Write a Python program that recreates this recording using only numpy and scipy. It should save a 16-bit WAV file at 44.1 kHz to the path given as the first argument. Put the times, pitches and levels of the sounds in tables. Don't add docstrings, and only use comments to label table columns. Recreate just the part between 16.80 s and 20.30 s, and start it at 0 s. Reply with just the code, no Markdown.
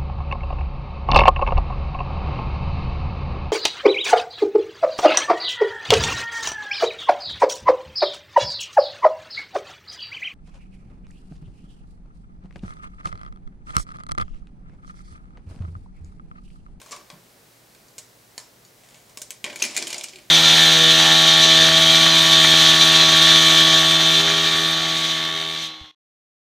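import sys
import numpy as np
from scipy import signal
from scipy.fft import rfft, irfft
from scipy.io import wavfile
from scipy.ndimage import uniform_filter1d

SR = 44100
rng = np.random.default_rng(int(sys.argv[2]) if len(sys.argv) > 2 else 0)


def pcm_store(signal):
    levels = np.round(np.clip(np.atleast_2d(signal), -1, 1) * 32767)
    wavfile.write(sys.argv[1], SR, levels.astype(np.int16).T)


N = 154350


def from_db(db):
    return 10 ** (np.asarray(db) / 20)


def unit_rms(x):
    return x / np.sqrt(np.mean(x ** 2) + 1e-20)


def read_curve(hz, points):
    table = np.array(points, float)
    return np.interp(np.log(np.maximum(hz, 1)), np.log(table[:, 0]), table[:, 1])


def colour(x, points):
    hz = np.fft.rfftfreq(x.shape[-1], 1 / SR)
    return irfft(rfft(x) * from_db(read_curve(hz, points)), x.shape[-1])


def fade(t, t60):
    return np.exp(-np.log(1000) * t / np.maximum(t60, 1e-3))


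HUM_HZ, HUM_RMS_DB, HUM_WAVER = 120, -69.5, 0.18


def hum():
    tone = np.sqrt(2) * from_db(HUM_RMS_DB) * np.sin(2 * np.pi * HUM_HZ * np.arange(N) / SR)
    waver = unit_rms(colour(rng.standard_normal(N), [(6, 0), (20, -40)]))
    return tone * (1 + HUM_WAVER * waver)


# (frequency [Hz], relative level [dB per Hz])
AIR_COLOUR = [(18, -35), (30, -13), (59, -3), (81, -17.5), (109, -1), (311, -6), (426, -4.5), (649, -6.5),
              (866, -10.5), (1460, -13), (1910, -12.5), (2610, -14.5), (3580, -15.5), (3870, -13.5),
              (16000, -19)]
# (frequency [Hz], side level against mid [dB])
AIR_WIDTH = [(60, -20), (110, -20), (200, -9.5), (380, -6.5), (700, -3), (1290, -0.5), (2380, -3),
             (4400, -7.5), (8120, -10), (15000, -53)]
AIR_DB = -54.5


def air():
    mid, side = colour(rng.standard_normal((2, N)), AIR_COLOUR)
    side = colour(side, AIR_WIDTH)
    return from_db(AIR_DB) / mid.std() * np.array([mid + side, mid - side])


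# (frequency [Hz], time to fall 60 dB [s], level [dB], side level against mid [dB])
ROOM_TAIL = [(293, 0.81, -3, -16), (1020, 0.31, 5.5, -9), (2500, 0.34, -4, -12.5), (6300, 0.37, -7, -7),
             (10100, 0.15, 0, -13), (14000, 0.073, -20, -18)]
# (delay [s], level [dB], left against right [dB])
EARLY_ECHOES = [(.0045, -8.5, 0.5), (.013, -11, 1), (.021, -16, -2)]
# (frequency [Hz], gain [dB])
ECHO_COLOUR = [(6000, 0), (11000, -3), (15000, -16)]
TAIL_RISE_S = 0.0045


def room_tail():
    t = np.arange(SR // 2) / SR
    mid, side = rng.standard_normal((2, len(t)))
    side = colour(side, [row[::3] for row in ROOM_TAIL])
    hz, when, bands = signal.stft(np.array([mid + side, mid - side]), SR, nperseg=256)
    t60 = read_curve(hz, [row[:2] for row in ROOM_TAIL])[:, None]
    level = from_db(read_curve(hz, [row[::2] for row in ROOM_TAIL]))[:, None]
    gain = level / np.sqrt(t60 * SR / (2 * np.log(1000)))
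    tail = signal.istft(bands * gain * fade(when, t60), SR, nperseg=256)[1][:, :len(t)]
    return tail * np.minimum(t / TAIL_RISE_S, 1) ** 2


def room(x):
    direct, room_feed = x[:2], x[2:]
    echoes = np.zeros_like(direct)
    for delay, db, pan_db in EARLY_ECHOES:
        sides = from_db([[db + pan_db / 2], [db - pan_db / 2]])
        echoes += sides * np.roll(direct, int(delay * SR), axis=1)
    near = direct + colour(echoes, ECHO_COLOUR)
    return near + signal.fftconvolve(room_feed, room_tail(), axes=1)[:, :N]


THUD_RISE_S, THUD_T60_S = 0.0027, 0.23
# (time [s], strength [dB], centre pitch [Hz])
DESK_THUDS = [(.325, -48, 184), (2.646, -45, 360), (2.65, -50, 550), (2.841, -45.5, 243),
              (2.97, -37.5, 352), (3.125, -42.5, 645)]


def thuds():
    out, t = np.zeros(N + SR), np.arange(SR // 2) / SR
    swell = (1 - np.exp(-t / THUD_RISE_S)) * fade(t, THUD_T60_S)
    for at, db, hz in DESK_THUDS:
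        band = [(hz * 0.28, -50), (hz, 0), (hz * 2.44, -40)]
        knock = unit_rms(colour(rng.standard_normal(len(t)), band)) * swell
        start = int(at * SR)
        out[start:start + len(t)] += from_db(db) * knock
    return out[:N]


GRAINS_PER_S, GRAIN_SCATTER_DB, GRAIN_T60_S = 900, 7, 0.009
# (frequency [Hz], relative level [dB per Hz])
SLIDE_COLOUR = [(88, -45), (150, -6.5), (357, -12.5), (486, -8.5), (612, -1.5), (1380, -12.5), (2230, -0.5),
                (5720, -6.5), (7080, -2.5), (15000, -29)]
# (time [s], level [dB])
SLIDES = [
    [(0.0, -56.5), (0.144, -50.5), (0.3, -90)],
    [(1.95, -67), (1.968, -78), (1.988, -67), (2.176, -53), (2.228, -69), (2.34, -64)],
    [(2.62, -81), (2.688, -60), (2.816, -43), (3.022, -42.5), (3.122, -42), (3.362, -66.5), (3.5, -60)],
]


def rattle():
    t = np.arange(N) / SR
    chance, strength = rng.random((2, N))
    grain_db = GRAIN_SCATTER_DB * np.minimum(-np.log(strength), 3)
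    grains = (chance < GRAINS_PER_S / SR) * from_db(grain_db)
    shape = signal.fftconvolve(grains, fade(t[:1024], GRAIN_T60_S))[:N]
    sound = unit_rms(colour(shape * rng.standard_normal(N), SLIDE_COLOUR))
    gain = np.zeros(N)
    for slide in SLIDES:
        times, levels = np.array(slide).T
        gain += from_db(np.interp(t, times, levels, left=-120, right=-120))
    return sound * uniform_filter1d(gain, size=400)


def snap(points):
    hz = np.fft.rfftfreq(1024, 1 / SR)
    cepstrum = irfft(np.log(from_db(read_curve(hz, points))))
    cepstrum[1:512] *= 2
    cepstrum[513:] = 0
    return irfft(np.exp(rfft(cepstrum)))


def crack(tint, length):
    slope = []
    for band, (hz, db) in enumerate(tint):
        low_cut_db = -12 if band < 2 else 0
        slope.append((hz, db - 10 * np.log10(hz / 1000) + low_cut_db))
    return np.pad(from_db(35) * snap(slope), (0, length - 1024))


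RING_SCATTER_DB, DETUNE = 2.5, 0.03
EXTRA_RING_DB, EXTRA_RING_T60_S = 5, 0.016
# (frequency [Hz], relative level [dB], time to fall 60 dB [s])
FRAME_RINGS = [(355.5, -1, 0.21), (606, 2, 0.093), (777, -6.5, .03), (1088, 5, 0.017), (1640, -0.5, 0.026),
               (2224, -3, 0.01), (2477, 3, 0.02), (3165, 5, 0.0043), (3775, -5, 0.0093), (4500, 0.5, 0.009),
               (5530, -14, 0.024), (7000, -0.5, 0.019), (7410, 3, 0.015), (8500, 5, 0.0089),
               (9950, -2.5, 0.012)]


def rings(tint, extra_hz, t):
    hz, ring_db, t60 = np.array(FRAME_RINGS).T
    pitch_chance, level_chance = rng.standard_normal((2, len(hz)))
    f = np.append(hz * (1 + DETUNE * pitch_chance), extra_hz)
    db = np.append(ring_db + RING_SCATTER_DB * level_chance, EXTRA_RING_DB) + read_curve(f, tint)
    t60 = np.append(t60, EXTRA_RING_T60_S)
    sines = np.sin(2 * np.pi * f[:, None] * t)
    return (from_db(db)[:, None] * sines * fade(t, t60[:, None])).sum(axis=0)


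TICKS_PER_MS, TICK_SCATTER_DB, FIRST_TICK_DB = 6, 6, 4


def chatter(length_ms):
    chance, strength, sign = rng.random((3, 1000))
    t_ms = np.arange(1000) / SR * 1000
    run = (chance < TICKS_PER_MS * 1000 / SR) * from_db(TICK_SCATTER_DB * np.log(strength))
    run = run * np.exp(-(t_ms / max(length_ms, 0.05)) ** 2) * np.sign(sign - 0.5)
    run[0] = from_db(FIRST_TICK_DB)
    return run


CLICK_RMS_DB = -14
RINGS_IN_ROOM_DB = -10
CONTACT_COLOUR_HZ = [350, 1050, 2400, 5500, 11000]
# (time [s], strength [dB], extra ring [Hz], five colour levels [dB],
#            left against right [dB], chatter length [ms])
CONTACTS = [(0.0162, -30, 1620, -37, -5, -14, -10, -19, 5.5, 2.8),
            (0.0606, -31, 6630, -34, 8, -28, -5, -29, 7, 5.6),
            (0.11, -28.5, 6200, -29, 0, -20, -2, -22, 5, 3),
            (0.117, -23, 7700, -38, -6, -30, -5, -22, 2.5, 6.6),
            (0.121, -21.5, 5900, -19, 1, -16, -2, -36, 0, 6.7),
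            (0.1279, -19, 1630, -38, 5.5, -8, -16, -42, 3.5, 2.8),
            (0.1633, -28.5, 1550, -8.5, -11, -16, -14, -28, 4, 5.4),
            (0.3017, -25.5, 3460, -16, -4, -16.5, -15.5, -35, 2.5, 2.8),
            (0.9487, -37, 2020, -8, -25, -12.5, -14, -21, -5, 3.6),
            (1.0836, -44, 4750, -23, -20, -25, 3, -12, 0.0, 4.6),
            (1.182, -22, 8070, -46, -19.5, -25, -15, -22, 0.5, 9),
            (1.5793, -18.5, 5520, -47, -4.5, -21, -9.5, -17, 0.0, 1.8),
            (1.8499, -37.5, 4630, -9, -23, -23, -3, -24, 0.5, 2.3),
            (2.2954, -36.5, 2440, -26, -5, -17, -8, -25, 0, 5.7),
            (2.3733, -20.5, 7030, -22, -14, -17.5, -10, -12, 0.5, 3),
            (2.4177, -19.5, 6300, -25, -18, -22, -6, -10.5, 0.5, 4.3),
            (2.506, -19, 6500, -36, -17, -13.5, -10.5, -11, 0.5, 3.1),
            (2.6423, -11, 3350, -18.5, -12.5, -12, -10.5, -30, 1, 5.3),
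            (2.6641, -20.5, 1980, -13, -5, -3, -23, -47, 2, 1),
            (2.699, -21, 2320, -6, -13, -7.5, -12, -32, 0.0, 9),
            (2.7292, -24, 2880, -16, 9, -3, -15, -17, 0.5, 2.2),
            (2.7592, -19, 2260, -38, -29, -3, -6, -11.5, 2.5, 2.8),
            (2.7992, -21, 4970, -13, -3, -6, -1, -21, 0.0, 9),
            (2.821, -8, 2590, -24, -66, 17, -50, -4, 2, 2.5),
            (2.8243, -5, 6400, -21.5, -47, -21, -4.5, -34, 1, 3.7),
            (2.8398, -12.5, 2820, -24, -27, -15, -21, -23, -3, 3.1),
            (2.8505, -13.5, 2560, -21, -30, -17, -14, -21, 2, 3.3),
            (2.9589, -47, 2750, -23, -40, -14, -14, -28, -2, 4.3),
            (2.9646, -15.5, 2350, -49, -13, 9, -32, -33, 3, 2.8),
            (2.9656, -9.5, 6750, -20, -45, -18.5, -7, -16, -0.5, 9),
            (2.9746, -9, 2390, -27, -20, -2, 2, -18, 1, 5.2),
            (2.984, -30, 2500, -11, -22, -29, -12, -19, 0.0, 3.6),
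            (3.025, -14, 3520, -37, -21, -19, -8.5, -35, 0, 3.1),
            (3.0705, -16.5, 6730, -20, -28, -11, -6, -27, -2, 4.9),
            (3.0784, -21.5, 2250, -33, -35, -8, -8, -11, 5.5, 4.8),
            (3.1039, -17.5, 7140, -28, -31, -2.5, -6.5, -20, -1, 7.8),
            (3.1288, -15, 7140, -24, -41, -18.5, -14, -30, -0.5, 4.1),
            (3.1446, -16, 4750, -28, -36, 2, -7, -24, 0.0, 2.5),
            (3.1813, -18, 6900, -14, -29, -21, -3, -18, 1.5, 5.4),
            (3.2107, -21.5, 7300, -25, -46, -8.5, -11, -33, -3, 3),
            (3.2373, -22.5, 7410, -32, -39, -19, 3, -3, -3, 3.3),
            (3.241, -17, 7110, -15, -67, -5, -3.5, -19, 0.5, 3.9),
            (3.2853, -27.5, 6450, -19, -32, -11, 0, -28, 0.0, 4),
            (3.2932, -30, 7050, -25, -13, -18, -5, -24, 0.0, 2.7),
            (3.3351, -28, 3180, 1, -18, -3, -8, -26, -0.5, 3),
            (3.3585, -28, 2860, -13, -45, -10, -13, -29, -0.5, 4),
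            (3.3865, -29.5, 2800, -1.5, -14, -6.5, -4, -25, 0, 4.2)]


def clicks():
    out, t = np.zeros((3, N + 8192)), np.arange(6000) / SR
    for at, strength_db, extra_hz, *levels, pan_db, length_ms in CONTACTS:
        tint = list(zip(CONTACT_COLOUR_HZ, levels))
        ringing = rings(tint, extra_hz, t)
        snapping = crack(tint, len(t))
        hit = signal.fftconvolve(snapping + ringing, chatter(length_ms))
        size = from_db(strength_db + CLICK_RMS_DB) / np.sqrt(np.mean(hit[:350] ** 2))
        start = int(at * SR)
        sides = from_db(np.array([[pan_db], [-pan_db]]) / 2)
        out[:2, start:start + len(hit)] += size * hit * sides
        feed = snapping + from_db(RINGS_IN_ROOM_DB) * ringing
        out[2, start:start + len(feed)] += size * feed * np.std(hit) / np.std(feed)
    return out[:, :N]


# (frequency [Hz], gain [dB])
FRAME_RADIATION = [(100, -22), (220, -7), (400, -5.5), (1000, -6.5), (1500, -5), (2000, 0), (9000, 2.5),
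                   (12000, 7.5), (16000, 0)]


def scene():
    contacts = colour(clicks(), FRAME_RADIATION)
    return room(contacts + rattle() + thuds()) + air() + hum()


def record(dry):
    return signal.sosfilt(signal.ellip(10, 0.2, 70, 15750, fs=SR, output="sos"), dry)


dry = scene()
out = record(dry)
pcm_store(out)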